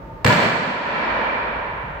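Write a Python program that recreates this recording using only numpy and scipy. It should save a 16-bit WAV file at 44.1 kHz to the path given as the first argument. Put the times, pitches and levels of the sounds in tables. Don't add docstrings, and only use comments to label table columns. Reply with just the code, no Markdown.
import sys
import numpy as np
from scipy import signal
from scipy.fft import rfft, irfft
from scipy.io import wavfile

SR = 44100
rng = np.random.default_rng(int(sys.argv[2]) if len(sys.argv) > 2 else 0)


def dump(signal):
    limited = np.clip(np.atleast_2d(signal).T, -1, 1)
    pcm = np.round(limited * 32767).astype(np.int16)
    wavfile.write(sys.argv[1], SR, pcm)


N = 88200
TIME = np.arange(N) / SR
FREQS = np.maximum(np.fft.rfftfreq(N, 1 / SR), 1)
SIDES = np.array([[1], [-1]])


def from_db(db):
    return 10 ** (np.asarray(db) / 20)


def over_hz(points):
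    hz, value = np.transpose(points)
    return np.interp(np.log(FREQS), np.log(hz), value)


def colour(points, resonances):
    peaks_db = sum(db / (1 + (2 * (FREQS - hz) / width) ** 2) for hz, width, db in resonances)
    return from_db(over_hz(points) + peaks_db)


def causal(gain):
    cepstrum = irfft(np.log(gain), N)
    cepstrum[1:N // 2] *= 2
    cepstrum[N // 2 + 1:] = 0
    return np.exp(rfft(cepstrum))


def since(s):
    return np.maximum(TIME - s, 0)


def envelope(start_s, db, t60, attack_s):
    age = since(start_s)
    return from_db(db - 60 * age / t60) * (1 - np.exp(-age / attack_s))


def ring(start_s, hz, db, t60, attack_s):
    return envelope(start_s, db, t60, attack_s) * np.sin(2 * np.pi * hz * since(start_s))


def diffuse(gain):
    # (frequency [Hz], correlation [-1 to 1])
    likeness = [(60, 0.95), (125, 0.99), (250, .82), (500, 0.77), (1000, 0.079), (2000, -0.11),
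                (8000, 0.09)]
    # (frequency [Hz], left minus right [dB])
    balance = [(100, 1), (250, -.5), (600, -1.3), (2000, -2.1), (4000, -2.8), (9000, 0)]
    mid, side = rfft(rng.standard_normal((2, N)))
    alike = np.clip(over_hz(likeness), -.99, .99)
    stereo = np.sqrt((1 + alike) / 2) * mid + SIDES * np.sqrt((1 - alike) / 2) * side
    return gain * from_db(SIDES * over_hz(balance) / 2) * stereo


def ventilation():
    # (frequency [Hz], level [dB])
    air = [(20, -46.5), (48, -11), (80, -19.5), (140, -19), (250, -27), (400, -28.5), (580, -26.5),
           (760, -33), (1200, -35), (2000, -42), (3500, -56), (6000, -65), (9500, -74), (15000, -67)]
    # (frequency [Hz], width [Hz], lift [dB])
    air_rings = [(900, 42, 16.5), (1200, 150, 2.5)]
    # (frequency [Hz], rms level [dB])
    hum = [(565, -51.5), (893.6, -52), (1211, -56)]
    air_db, waver_depth, waver_hz = 1.5, 0.47, 3
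    out = from_db(air_db) * irfft(diffuse(colour(air, air_rings)), N)
    for hz, db in hum:
        waver = irfft(rfft(rng.standard_normal((2, N))) / (1 + ((FREQS - hz) / waver_hz) ** 2), N)
        tone = np.sqrt(2) * np.sin(2 * np.pi * (hz * TIME + rng.random()))
        out += from_db(db) * (tone + waver_depth * waver / waver.std())
    return out


def footfall():
    boom_hz, width_hz = 145, 65
    boom = irfft(diffuse(1 / (1 + (2 * (FREQS - boom_hz) / width_hz) ** 2)), N)
    return boom / boom.std() * envelope(1.83, db=-31.5, t60=0.4, attack_s=0.018)


def court(blow):
    # (frequency [Hz], t60 [s])
    decay_times = [(60, 3), (130, 1.22), (250, 2.41), (500, 2.937), (800, 3.12), (990, 3.41), (1250, 3.09),
                   (2000, 2.97), (3000, 2.52), (4500, 1.895), (7500, 1.22), (11000, 0.86), (16000, .65)]
    hit_s, first_wall_s = 0.2458, 0.262
    early_db, early_build_s, early_t60_s = 13.5, 0.0087, 0.93
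    far_wall_s, swell_width_s, swell_db = 0.441, 0.034, 2
    field = diffuse(blow)
    tail = 0
    for centre_hz, t60 in decay_times:
        band = over_hz([(hz, hz == centre_hz) for hz, _ in decay_times])
        tail += irfft(field * band, N) * envelope(hit_s, db=16, t60=t60, attack_s=0.027)
    early = irfft(diffuse(blow), N) * from_db(early_db - 60 * since(hit_s) / early_t60_s)
    early *= 1 - np.exp(-since(first_wall_s) / early_build_s)
    swell = from_db(swell_db * np.exp(-((TIME - far_wall_s) / swell_width_s) ** 2))
    return (tail + early) * swell


def thud():
    # (frequency [Hz], level [dB], t60 [s])
    modes = [(114, -1, 0.19), (136.5, -4.5, 0.43), (171.5, -7.5, 0.39), (231, -2, .1), (484.5, -0.5, 0.077)]
    # (time [s], level [dB])
    thumps = [(0.253, 6), (.2800, 1)]
    return sum(ring(s, hz, thump_db + db, t60, attack_s=0.0022)
               for s, thump_db in thumps for hz, db, t60 in modes)


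def ball():
    # (frequency [Hz], level [dB], t60 [s])
    modes = [(985.4, 10, 0.098), (1434, 1.5, 0.14), (1700, 0.5, 0.21)]
    rebound_s = 0.2985
    return sum(ring(rebound_s, hz, db, t60, attack_s=0.003) for hz, db, t60 in modes)


def blow_colour():
    # (frequency [Hz], level [dB])
    body = [(40, -25.5), (80, -16.5), (110, -2), (160, -0.5), (240, -1), (350, -8.5), (480, -6),
            (750, -9.5), (1250, -8), (1800, -3.5), (2130, -10), (2700, -11), (3600, -17), (4500, -18.5),
            (6000, -28), (8000, -25.5), (8800, -43), (10500, -38.5), (15000, -38)]
    # (frequency [Hz], width [Hz], lift [dB])
    pop = [(146, 43, 4), (215, 34, 2), (593, 150, 5.5), (958, 219, 9.5), (1369, 100, 3), (1660, 36, 0.5),
           (2336, 99, 9.5), (4356, 130, 4.5)]
    return colour(body, pop)


def crack(blow):
    # (time [s], level [dB], left minus right [dB], right ear's lead [ms], tilt above 1 kHz [dB/octave])
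    arrivals = [(0.2461, -3, 2.5, 0, 0), (.2477, -4.5, 0.5, 0, 1), (.2491, 2.5, -4, .1, 1),
                (.2629, 0, -3, .2, 0), (0.2653, 3.5, -0.5, -.2, 0.5), (.2754, -2.5, 6, .2, 0),
                (.2820, -14.5, -2.5, -.1, 4.5), (.2920, -12, -2.5, .3, 2), (.2988, -7.5, -16, .1, -0.5),
                (.3272, 0, 2, 0, -1), (.3333, 0, -3.5, 0, -5.5), (.394, 0.5, -6.5, .1, -9.5)]
    crack_db, low_cut_hz = 32, 294
    scatter_db, scatter_s = 6.5, 0.0019
    low_cut = FREQS / (FREQS + low_cut_hz)
    treble_octaves = np.log2(np.maximum(FREQS / 1000, 1))
    spectrum = 0
    for s, db, pan_db, lead_ms, tilt_db in arrivals:
        start = s + SIDES * lead_ms / 2000
        burst = rng.standard_normal((2, N)) * (TIME > start) * np.exp(-since(start) / scatter_s)
        burst *= from_db(scatter_db) / np.linalg.norm(burst, axis=1, keepdims=True)
        burst[np.arange(2), (start[:, 0] * SR).astype(int)] += 1
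        tone = causal(blow * from_db(tilt_db * treble_octaves) * low_cut)
        spectrum += from_db(crack_db + db + SIDES * pan_db / 2) * rfft(burst) * tone
    return irfft(spectrum, N)


def gain_control(x):
    limit_db, max_cut_db = -17, 16.5
    detect_s, look_ahead_s, hold_s, recover_s = 0.0118, 0.0025, 0.571, 0.292
    step = 32
    pole = np.exp(-1 / (detect_s * SR))
    power = signal.lfilter([1 - pole], [1, -pole], np.mean(x ** 2, axis=0))
    needed_db = np.minimum(10 * np.log10(power[::step] + 1e-12) - limit_db, max_cut_db)
    cut_db, ducked_s, cuts = 0, 0, []
    for s, need_db in zip(TIME[::step], needed_db):
        if need_db > cut_db:
            cut_db, ducked_s = need_db, s
        elif s - ducked_s > hold_s:
            cut_db *= np.exp(-step / SR / recover_s)
        cuts.append(cut_db)
    return x * from_db(-np.interp(TIME + look_ahead_s, TIME[::step], cuts))


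def scene():
    blow = blow_colour()
    return crack(blow) + thud() + ball() + court(blow) + footfall() + ventilation()


def record(dry):
    cutoff_hz = 15800
    top_cut = signal.ellip(12, .2, 90, cutoff_hz, fs=SR, output="sos")
    return signal.sosfilt(top_cut, np.clip(gain_control(dry), -1, 1))


dry = scene()
out = record(dry)
dump(out)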